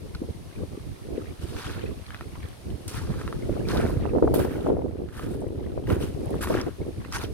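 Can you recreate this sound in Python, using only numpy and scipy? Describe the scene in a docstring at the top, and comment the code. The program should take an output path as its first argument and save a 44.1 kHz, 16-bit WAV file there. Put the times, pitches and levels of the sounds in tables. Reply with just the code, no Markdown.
"""Slow steps on a windy pebble beach

Each foot crunches into the pebbles, heel then ball, and single stones knock together.
Gusts hit the two microphone openings (ports), making rumble, flutter and popping swirls of air.
Small waves lap and bubble at the lake's edge under a steady hiss of water and leaves."""
import sys
import numpy as np
from scipy import signal
from scipy.fft import rfft, irfft, next_fast_len
from scipy.io import wavfile
from scipy.ndimage import uniform_filter1d, map_coordinates

SR = 44100
rng = np.random.default_rng(int(sys.argv[2]) if len(sys.argv) > 2 else 0)


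def transcribe(u):
    """Save the signal u as a 16-bit wav file named by the first command-line argument.

    u: samples, shape (n,) or (channels, n), limited to [-1, 1]; the rate is SR.
    q: integer samples, one column per channel.
    """
    v = np.clip(np.atleast_2d(u).T, -1, 1)
    q = np.round(v * 32767).astype(np.int16)
    wavfile.write(sys.argv[1], SR, q)


N = 323253

# A heel or the ball of a foot pressing down: start_s, rise_s, fade_db_per_s, pebbles_db, stones_db,
# grit_db, stones_ring_hz, grit_ring_hz, grit_tilt_db_per_octave
CRUNCHES = [(1.385, 0.049, 35, -57, -51.0, -54, 3770, 9000.0, -1.0),
            (1.5, 0.155, 131, -41.5, -42.5, -50.5, 3700.0, 9000.0, -3),
            (2.877, 0.003, 300.0, -56, -45, -41, 5670.0, 9400.0, -2),
            (2.887, 0.093, 164, -41.5, -44, -47, 5000.0, 10100.0, -2),
            (3.08, 0.071, 40, -48.5, -53.5, -57.5, 3980, 10000.0, -2),
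            (3.657, 0.047, 84, -38.5, -42, -47.5, 4200.0, 10600.0, 1),
            (3.726, 0.08, 154, -40, -52, -56, 3800.0, 10600.0, 0.0),
            (3.865, 0.038, 340.0, -50, -59, -54.5, 4000.0, 10600.0, 4),
            (4.338, 0.0022, 229, -40, -39.5, -37, 4000.0, 12000.0, 9),
            (4.372, 0.035, 75, -42, -49, -50, 2950, 12000.0, 5),
            (4.56, 0.1, 271, -53, -57.5, -59, 3000.0, 11000.0, -5),
            (5.073, 0.148, 169, -46, -51.5, -52.5, 3500.0, 10400, 1),
            (5.276, 0.033, 150.0, -65, -62, -55, 4000.0, 10440, 0.5),
            (5.849, 0.057, 167.0, -41, -45.5, -49.5, 2740.0, 10400.0, 7),
            (5.975, 0.059, 143.0, -54, -49.5, -51.5, 3000.0, 10400.0, 1.0),
            (6.405, 0.0098, 120, -38.0, -45.5, -41, 4520, 11000.0, -2),
            (6.46, 0.12, 172, -38.5, -46.5, -60, 3000.0, 11000.0, 8),
            (7.103, 0.041, 376.0, -34.5, -38.5, -40, 5760, 10300, -4),
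            (7.18, 0.043, 378, -45.5, -43.5, -51, 4300, 10400.0, 4)]
# Single stones hitting each other: start_s, level_db, pitch_hz
PEBBLE_KNOCKS = [(.147, -34, 1520), (.151, -32, 1430), (2.105, -25.5, 1610), (2.145, -20.5, 1800),
                 (2.209, -21.5, 1300), (2.354, -30.5, 1020), (2.43, -34, 2400), (3.139, -29, 1240),
                 (3.214, -23.5, 1250), (3.277, -19, 1340), (3.326, -22, 1280), (5.087, -34, 1400),
                 (5.194, -23.5, 1220), (5.871, -30, 1950), (5.901, -19, 1390), (6.445, -20.5, 1110),
                 (6.472, -19.5, 1240), (6.601, -22, 1580), (7.049, -29, 1260)]
GRIT_SNAPS = [(.149, -27.5, 4000), (.303, -42, 3900), (2.064, -38, 4200), (2.486, -40, 8900),
              (2.703, -37, 3200), (2.879, -24, 8800), (2.882, -26, 5600), (2.928, -37, 4200),
              (3.686, -23, 4560), (3.772, -22.5, 3700), (4.343, -19.5, 11900), (4.362, -29, 9500),
              (4.371, -26, 10600), (4.391, -35, 12500), (5.405, -39, 9070), (5.415, -39, 8620),
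              (5.48, -45, 8770), (5.902, -23, 2600), (6.025, -30.5, 3000), (6.257, -37, 9500),
              (6.306, -35, 9900), (6.353, -39, 9000), (6.427, -25, 10700), (6.442, -24, 11300),
              (6.491, -40, 11000), (6.613, -23, 5200), (7.124, -23, 5600), (7.245, -29, 3200)]
# The tones that a struck stone rings with: pitch_ratio, level_db
PEBBLE_TONES = [(.72, -49), (1, 9), (1.38, 0.5), (1.9, -7), (2.7, -12)]
GRIT_TONES = [(.7, -30), (.85, -4), (1, 12), (1.09, 2), (1.22, -5)]
# How strong the low and high sounds are in each size of stone: frequency_hz, level_db
PEBBLE_SPECTRUM = [(300, -49), (700, -2.5), (1100, -4), (1450, 1), (2000, -5.5), (2800, -10.5), (4000, -23),
                   (8000, -50)]
SMALL_STONE_SPECTRUM = [(1500, 10), (2400, -5), (3200, -4.5), (4200, -5.5), (5400, -3.5), (6500, -4),
                        (8000, -11), (14000, -50)]
GRIT_SPECTRUM = [(4500, 6.5), (7600, -8), (8700, -1.5), (10300, -4), (11700, -4.5), (13500, -7),
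                 (16000, -6)]

# The slow rise and fall of the wind: time_s, rumble_db, flutter_db
WIND_LEVELS = [(0.0, -39.5, -47), (1.01, -42.3, -53), (1.75, -37.5, -50.2), (2.05, -40.5, -68),
               (2.45, -37.5, -51.5), (2.55, -47.5, -68), (2.82, -41.5, -43), (2.92, -32, -44.5),
               (3.59, -31.5, -32.5), (3.78, -27.5, -29.5), (4.35, -29, -35), (4.55, -34.7, -31.5),
               (4.85, -33.5, -33), (5.15, -39.5, -46), (5.27, -34, -33.5), (6.58, -32, -37.5),
               (6.74, -40.9, -56), (7.33, -33, -39)]
# Gusts on top of it: peak_s, length_s, rumble_db, flutter_db, left_minus_right_db
GUSTS = [(0.153, 0.024, -31, -53, -1), (0.23, 0.03, -38.5, -36, 6), (0.295, 0.02, -26, -35.5, 2),
         (0.616, 0.046, -27.5, -33.5, 1), (0.733, 0.044, -35.5, -40, -5), (0.89, 0.1, -36, -48.5, -5.5),
         (1.15, 0.15, -37, -35.5, -4), (1.294, 0.049, -39, -42.5, -3), (1.442, 0.03, -31.5, -38, -3),
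         (1.543, 0.077, -35.5, -37, -2), (1.698, 0.039, -27.5, -36, 1.5), (1.86, 0.17, -34, -37, -3),
         (2.263, 0.063, -46, -41, 0.5), (2.464, 0.054, -33.5, -48, -3), (2.709, 0.069, -29, -38, -5),
         (3.09, 0.055, -26, -37.5, -6), (3.509, 0.025, -29, -31, -8), (3.805, 0.17, -30, -26, -2),
         (4.161, 0.057, -38, -23, -4.5), (4.24, 0.031, -20, -25.5, 1), (4.348, 0.14, -28, -22.5, 0),
         (4.456, 0.043, -42, -24, 3), (4.71, 0.11, -43, -23.5, -1.5), (4.817, 0.079, -30, -27.5, -1),
         (5.018, 0.067, -36, -32, -0.5), (5.425, 0.04, -49, -31.5, -2), (5.919, 0.06, -21.5, -26, -0.5),
         (6.022, 0.049, -26, -33, 0), (6.31, 0.17, -36, -30, -0.5), (6.552, 0.096, -35, -25, 1),
         (6.676, 0.032, -36, -29.5, 4.5), (6.814, 0.036, -30, -31.5, 1.5), (6.883, 0.038, -43, -30, -3),
         (7.002, 0.07, -34, -44.5, -2), (7.239, 0.0094, -24.5, -31, -6.5)]
# The hardest swirls of air: time_s, level_db, pitch_hz, relative_rasp_db, left_minus_right_db
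EDDIES = [(0.22, -14, 291, -38, 1), (0.29, -24, 370, -24, 4), (0.636, -18.5, 414, -19, -2),
          (0.777, -21, 335, -26, 1), (1.181, -16.5, 392, -35, 13), (1.84, -17, 360, -25, -7),
          (3.103, -15, 160, -14, -3), (3.495, -12, 430, -19, -1), (3.567, -23.5, 454, -1, 9),
          (3.974, -12, 107, -29, -6), (4.055, -17, 440, -3.5, -11.5), (4.152, -13.5, 430, -7, 7),
          (4.185, -18, 560, -2.5, -14), (4.226, -2, 393, -10.5, -0.5), (4.244, -6, 402, -24, -2),
          (4.277, -9.5, 500, -2, 1), (4.394, -19.5, 340, 4.5, -8), (4.668, -13, 400, -1.5, 5),
          (4.703, -11.0, 407, -6.5, -1), (4.722, -10.9, 445, -26, 11), (4.769, -14.5, 458, -16, 1),
          (5.778, -14.5, 517, -11, 5.5), (5.967, -13, 413, -20, -2), (6.343, -20.5, 420, -0.5, -1),
          (6.506, -10, 483, -11, 1.5), (6.818, -17, 370, -22, -2)]
# The wind's deep, middle and bright sounds: frequency_hz, level_db
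RUMBLE_SPECTRUM = [(15, -24), (30, -13), (55, -4), (80, 0), (120, -5), (200, -13), (350, -19), (800, -88),
                   (2000, -92)]
FLUTTER_SPECTRUM = [(80, -14), (180, -6), (280, -2), (370, -0.5), (480, -5), (650, -18), (900, -33),
                    (1400, -38), (3000, -93), (8000, -110)]
TEARING_SPECTRUM = [(200, -55), (450, 3), (650, 4.5), (900, -5), (1400, -28), (2200, -30), (4000, -65),
                    (9000, -68)]

# Small waves running up the shore: peak_s, level_db
WAVES = [(0.57, -59), (0.81, -60.5), (1.25, -53.5), (1.81, -46.5), (2.13, -49.5), (2.43, -51), (3.17, -57),
         (3.57, -53), (4.04, -49.5), (4.55, -51), (5.66, -57.5), (6.36, -53), (7.07, -53)]
# Single bubbles at the water's edge: start_s, level_db, pitch_hz
PLIPS = [(.526, -50, 2050), (.559, -45, 2370), (1.86, -39.5, 2540), (3.423, -40.5, 2080),
         (3.653, -40, 2350), (6.815, -45, 2150)]
# Level of the background hiss, which dips when strong wind hits the microphone: time_s, level_db
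HISS_LEVELS = [(0.0, -51), (1.6, -50), (2.51, -50), (3.74, -48.5), (4.15, -52.6), (4.55, -51),
               (4.75, -57.5), (5.8, -54.5), (6.33, -49), (6.79, -51.5), (7.33, -50.7)]
# The tone of the waves and of the hiss: frequency_hz, level_db
LAPPING_SPECTRUM = [(300, -22), (700, 8.5), (1300, 1.5), (2400, 3), (4000, -0.5), (7000, -17), (12000, -40)]
HISS_SPECTRUM = [(530, 7.5), (900, 1.5), (1080, -1), (1260, -3), (1450, -5.5), (4380, -5.5), (6740, -10.5),
                 (7340, -14.5), (8570, -8), (9780, -8), (11800, -11.5), (14400, -19), (15800, -24)]

HOLD_S = 0.016  # time with full weight on the stones
WAKE_DB, WAKE_RISE_S, WAKE_FADE_S = -13, .0015, 0.069  # churning air behind an eddy
WAVE_S, RIPPLE_DB = 0.15, -62  # length of a wave; level of the ripples between waves
TOP_HZ = 15900


def steps():
    """Under each foot pebbles grind, small stones rattle and grit sizzles, in jerks as they give way."""
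    grinding = shingle(PEBBLE_SPECTRUM, per_s=1000, band_hz=(900, 2800),
                       cycles=3, spread_db=3.8, scatter=.55)
    rattle = shingle(SMALL_STONE_SPECTRUM, per_s=1300, band_hz=(2300, 7500),
                     cycles=4, spread_db=4.2, scatter=1.5)
    sizzle = shingle(GRIT_SPECTRUM, per_s=2200, band_hz=(7000, 15000),
                     cycles=3, spread_db=4.2, scatter=1.4)
    out = np.zeros((2, N))
    for s, rise_s, fade, pebbles_db, stones_db, grit_db, stones_hz, grit_hz, tilt_db in CRUNCHES:
        span = np.arange(N)[round(s * SR):][:2 * SR // 3]
        t = np.arange(len(span)) / SR
        press = np.sin(np.pi / 2 * np.minimum(t / rise_s, 1)) ** 2
        release = amp(-fade * np.maximum(t - rise_s - HOLD_S, 0))
        pebbles = amp(pebbles_db) * grinding[:, span]
        stones = amp(stones_db) * ringing(rattle[:, span], stones_hz, boost_db=5, octaves=0.34)
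        grit = amp(grit_db) * ringing(sizzle[:, span], grit_hz, boost_db=1.5, octaves=.15, tilt=tilt_db)
        out[:, span] += press * release * (pebbles + stones + grit)
    jerks = unit(amp(0.76 * wobble(120) + 1.9 * wobble(35)))
    return out * jerks


def shingle(spectrum, per_s, band_hz, cycles, spread_db, scatter):
    """Countless tiny stone clicks, heard directly and bouncing off the beach."""
    direct, left, right = [grains(per_s, band_hz, cycles, spread_db) for _ in range(3)]
    clicks = from_the_ground(direct) + scatter * np.array([left, right])
    return steady(coloured(clicks, spectrum), seconds=0.033)


def ringing(x, ring_hz, boost_db, octaves, tilt=0):
    """A patch of beach rings around its own pitch; tilt (dB per octave) brightens or dulls it."""
    def response(hz):
        octaves_away = np.log2(np.maximum(hz, ring_hz / 2) / ring_hz)
        return amp(tilt * octaves_away + boost_db * np.exp(-(octaves_away / octaves) ** 2))
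    return unit(filtered(x, response))


def stone_hits(hits, tones, fade_s, crack, echo_db, echo_s):
    """Stone on stone: a crack and a few short tones, echoed faintly by the stones around."""
    out, t = np.zeros(N), np.arange(SR // 20) / SR
    for s, db, hz in hits:
        ring = sum(amp(tone_db) * np.sin(2 * np.pi * hz * ratio * (1 + .02 * rng.normal()) * t)
                   for ratio, tone_db in tones)
        click = (ring + crack * rng.standard_normal(len(t))) * amp(-60 * t / fade_s)
        echoes = rng.standard_normal(len(t)) * amp(echo_db - 60 * t / echo_s)
        echoes[0] = 1  # the direct sound
        add(out, s + .0008, signal.fftconvolve(amp(db) * click / np.abs(click).max(), echoes))
    return from_the_ground(out)


def wind():
    """Rumble and flutter on the ports swell with each gust; the hardest gusts tear into brighter pops."""
    base_rumble_db, base_flutter_db = curves(WIND_LEVELS)
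    rumble_db, flutter_db = np.zeros((2, 2, N))
    peak_s, length_s, low_db, mid_db, pan_db = np.transpose(GUSTS)
    for port, side in enumerate((.5, -.5)):
        rumble_db[port] = swelling(base_rumble_db, zip(peak_s, length_s, low_db + side * pan_db))
        flutter_db[port] = swelling(base_flutter_db, zip(peak_s, length_s, mid_db + side * pan_db))
    rumble = steady(turbulence(lump_db=7.0, lumps_per_s=45, shared=0.78), seconds=0.053)
    soft_puffs = puffs(per_s=380, spread_db=5.5, crossing_ms=2.077) + 0.26 * rng.standard_normal((2, N))
    flutter = steady(coloured(soft_puffs, FLUTTER_SPECTRUM), seconds=0.047) * amp(1.53 * wobble(22))
    hard_puffs = puffs(per_s=150, spread_db=7.5, crossing_ms=1.694)
    pops = steady(coloured(hard_puffs, TEARING_SPECTRUM), seconds=0.2)
    pops_db = -33.5 + 1.56 * (flutter_db + 24)  # pops grow faster than the flutter
    return amp(rumble_db - 0.02) * rumble + amp(flutter_db - 0.28) * flutter + amp(pops_db) * pops


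def turbulence(lump_db, lumps_per_s, shared):
    """Rough air rumbles in lumps, partly the same lumps at both ports."""
    common, left, right = [wobble(lumps_per_s) for _ in range(3)]
    lumps = np.sqrt(shared) * common + np.sqrt(1 - shared) * np.array([left, right])
    return coloured(rng.standard_normal((2, N)) * amp(lump_db * lumps), RUMBLE_SPECTRUM)


def puffs(per_s, spread_db, crossing_ms):
    """Random puffs of air; each meets the two ports at slightly different times and strengths."""
    draws = rng.standard_normal((int(per_s * N / SR), 6)).T
    direction, strength, port_strength, port_delay = draws[0], draws[1], draws[2:4], draws[4:]
    starts = rng.random(len(strength)) * N
    out = np.zeros((2, N))
    for port in range(2):
        size = np.sign(direction) * amp(spread_db * np.clip(strength + port_strength[port] / 2, -3, 2))
        arrivals = starts + port_delay[port] * crossing_ms * SR / 1000
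        out[port] = np.bincount(arrivals.astype(int) % N, size, N)
    return unit(out)


def eddies(crossing_ms=0.42, rasp_hz=950):
    """A swirl of air passes both ports: a quick swing of pressure, a sharp rasp, then a churning wake."""
    out, t = np.zeros((2, N)), np.arange(-SR // 50, SR // 20) / SR
    wake_shape = (1 + np.tanh(t / WAKE_RISE_S)) / 2 * amp(WAKE_DB - 60 * t / WAKE_FADE_S)

    def swing(hz, phase, cycles):
        bell = np.exp(-(t * hz / cycles) ** 2)
        return bell * np.cos(2 * np.pi * (hz * t + phase + 0.14 * rng.normal()))

    for s, db, hz, rasp_db, pan_db in EDDIES:
        phase = rng.random()
        for port, side in zip(out, (.5, -.5)):
            body = swing(hz, phase, cycles=0.74)
            rasp = amp(rasp_db - 2) * swing(rasp_hz, phase, cycles=0.56)
            churn = coloured(rng.standard_normal(len(t)), FLUTTER_SPECTRUM)
            tearing = 2 * amp(rasp_db) * coloured(rng.standard_normal(len(t)), TEARING_SPECTRUM)
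            wake = (churn + tearing) * wake_shape
            start_s = s + t[0] + crossing_ms * rng.normal() / 1000
            add(port, start_s, amp(db - 3.5 + side * pan_db) * (body + rasp + wake))
    return out


def waves():
    """Small waves fizz and bubble among the rocks."""
    level_db = swelling(RIPPLE_DB, [(s, WAVE_S, db) for s, db in WAVES])
    bubbles = [grains(per_s=600, band_hz=(1005, 4520), cycles=5.3, spread_db=5.5, rise=0.019)
               for _ in range(2)]
    wash = np.array(bubbles) + 0.63 * rng.standard_normal((2, N))
    return amp(level_db + 0.83 * wobble(41)) * coloured(wash, LAPPING_SPECTRUM)


def plips(fade_s=0.046, onset_s=0.00031, rise=1.9):
    """A bubble rings briefly and rises in pitch as it nears the surface."""
    out, t = np.zeros(N), np.arange(SR // 20) / SR
    for s, db, hz in PLIPS:
        loudness = amp(db - 60 * t / fade_s) * (1 - np.exp(-t / onset_s))
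        add(out, s, loudness * np.sin(2 * np.pi * hz * t * (1 + rise * t)))
    return from_the_ground(out)


def hiss():
    """The lake and the leaves blend into one background hiss."""
    level_db, = curves(HISS_LEVELS)
    noise = rng.standard_normal((2, N)) + 0.22 * rng.standard_normal(N)
    return amp(level_db) * coloured(noise, HISS_SPECTRUM)


def grains(per_s, band_hz, cycles, spread_db, rise=0):
    """A random stream of tiny fading rings; rise bends each one upward like a bubble."""
    low_hz, high_hz = band_hz
    when, pitch, strength, direction = np.hsplit(rng.random((int(per_s * N / SR), 4)), 4)
    hz = low_hz * (high_hz / low_hz) ** pitch
    size = amp(spread_db * np.minimum(-np.log(1 - strength), 3.5)) * np.sign(direction - .5)
    n = np.arange(min(int(3.5 * cycles * SR / low_hz), 500))
    age = np.float32(hz / SR / cycles) * np.float32(n)
    rings = size * np.exp(-age) * np.sin(2 * np.pi * cycles * age * (1 + rise * age))
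    positions = (when * N).astype(int) + n
    return unit(np.bincount(positions.ravel(), rings.ravel(), N)[:N])


def from_the_ground(x, lag_ms=0.086):
    """Sound from the beach reaches the left port a little before the right."""
    return filtered(x, lambda hz: np.exp(1j * np.pi * hz * lag_ms / 1000 * np.array([[1], [-1]])))


def amp(db):
    """Turn decibels into a number to multiply by."""
    return 10 ** (np.asarray(db) / 20)


def unit(x):
    """Scale x to an average (rms) level of 1."""
    return x / np.sqrt(np.mean(x ** 2) + 1e-20)


def steady(x, seconds):
    """Even out slow changes in level but keep the quick bursts."""
    size = int(seconds * SR)
    power = uniform_filter1d(uniform_filter1d(np.mean(x ** 2, axis=0), size), size)
    return x / np.sqrt(np.abs(power) + 1e-9)


def swelling(base_db, swells):
    """A level in dB with smooth bumps on top, each given as peak_s, length_s, level_db."""
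    t = np.arange(0, N, 64) / SR
    power = sum(amp(db) ** 2 * np.exp(-(2 * (t - s) / length) ** 2) for s, length, db in swells)
    return 10 * np.log10(amp(base_db) ** 2 + np.interp(np.arange(N) / SR, t, power))


def curves(rows):
    """Join a table's points with lines: one curve for each column after the time."""
    times, *columns = np.transpose(rows)
    return [np.interp(np.arange(N) / SR, times, column) for column in columns]


def wobble(per_s):
    """A smooth curve through per_s random points a second."""
    return map_coordinates(rng.standard_normal(int(N * per_s / SR) + 4), [np.arange(N) * per_s / SR])


def filtered(x, response):
    """Scale or delay each frequency in x as response(hz) says."""
    n = x.shape[-1]
    padded = next_fast_len(n + 4096, True)
    return irfft(rfft(x, padded) * response(np.fft.rfftfreq(padded, 1 / SR)), padded)[..., :n]


def coloured(x, spectrum):
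    """Give x the tone of a spectrum table, at an average level of 1."""
    points_hz, db = np.transpose(spectrum)
    return unit(filtered(x, lambda hz: amp(np.interp(np.log(hz + 1), np.log(points_hz), db))))


def add(track, s, sound):
    """Mix a sound into a track, starting at s seconds."""
    start = int(np.clip(round(s * SR), 0, N - 1))
    track[start:start + len(sound)] += sound[:N - start]


def scene():
    """Feet, wind and water together, in stereo."""
    knocks = stone_hits(PEBBLE_KNOCKS, PEBBLE_TONES, fade_s=0.01, crack=0.15, echo_db=-28, echo_s=0.044)
    snaps = stone_hits(GRIT_SNAPS, GRIT_TONES, fade_s=0.0043, crack=0.67, echo_db=-21, echo_s=0.031)
    feet = steps() + amp(-1) * knocks + amp(1) * snaps
    return feet + wind() + eddies() + hiss() + waves() + plips()


def record(dry):
    """Cut away all sound above TOP_HZ."""
    return filtered(dry, lambda hz: hz < TOP_HZ)


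dry = scene()
out = record(dry)
transcribe(out)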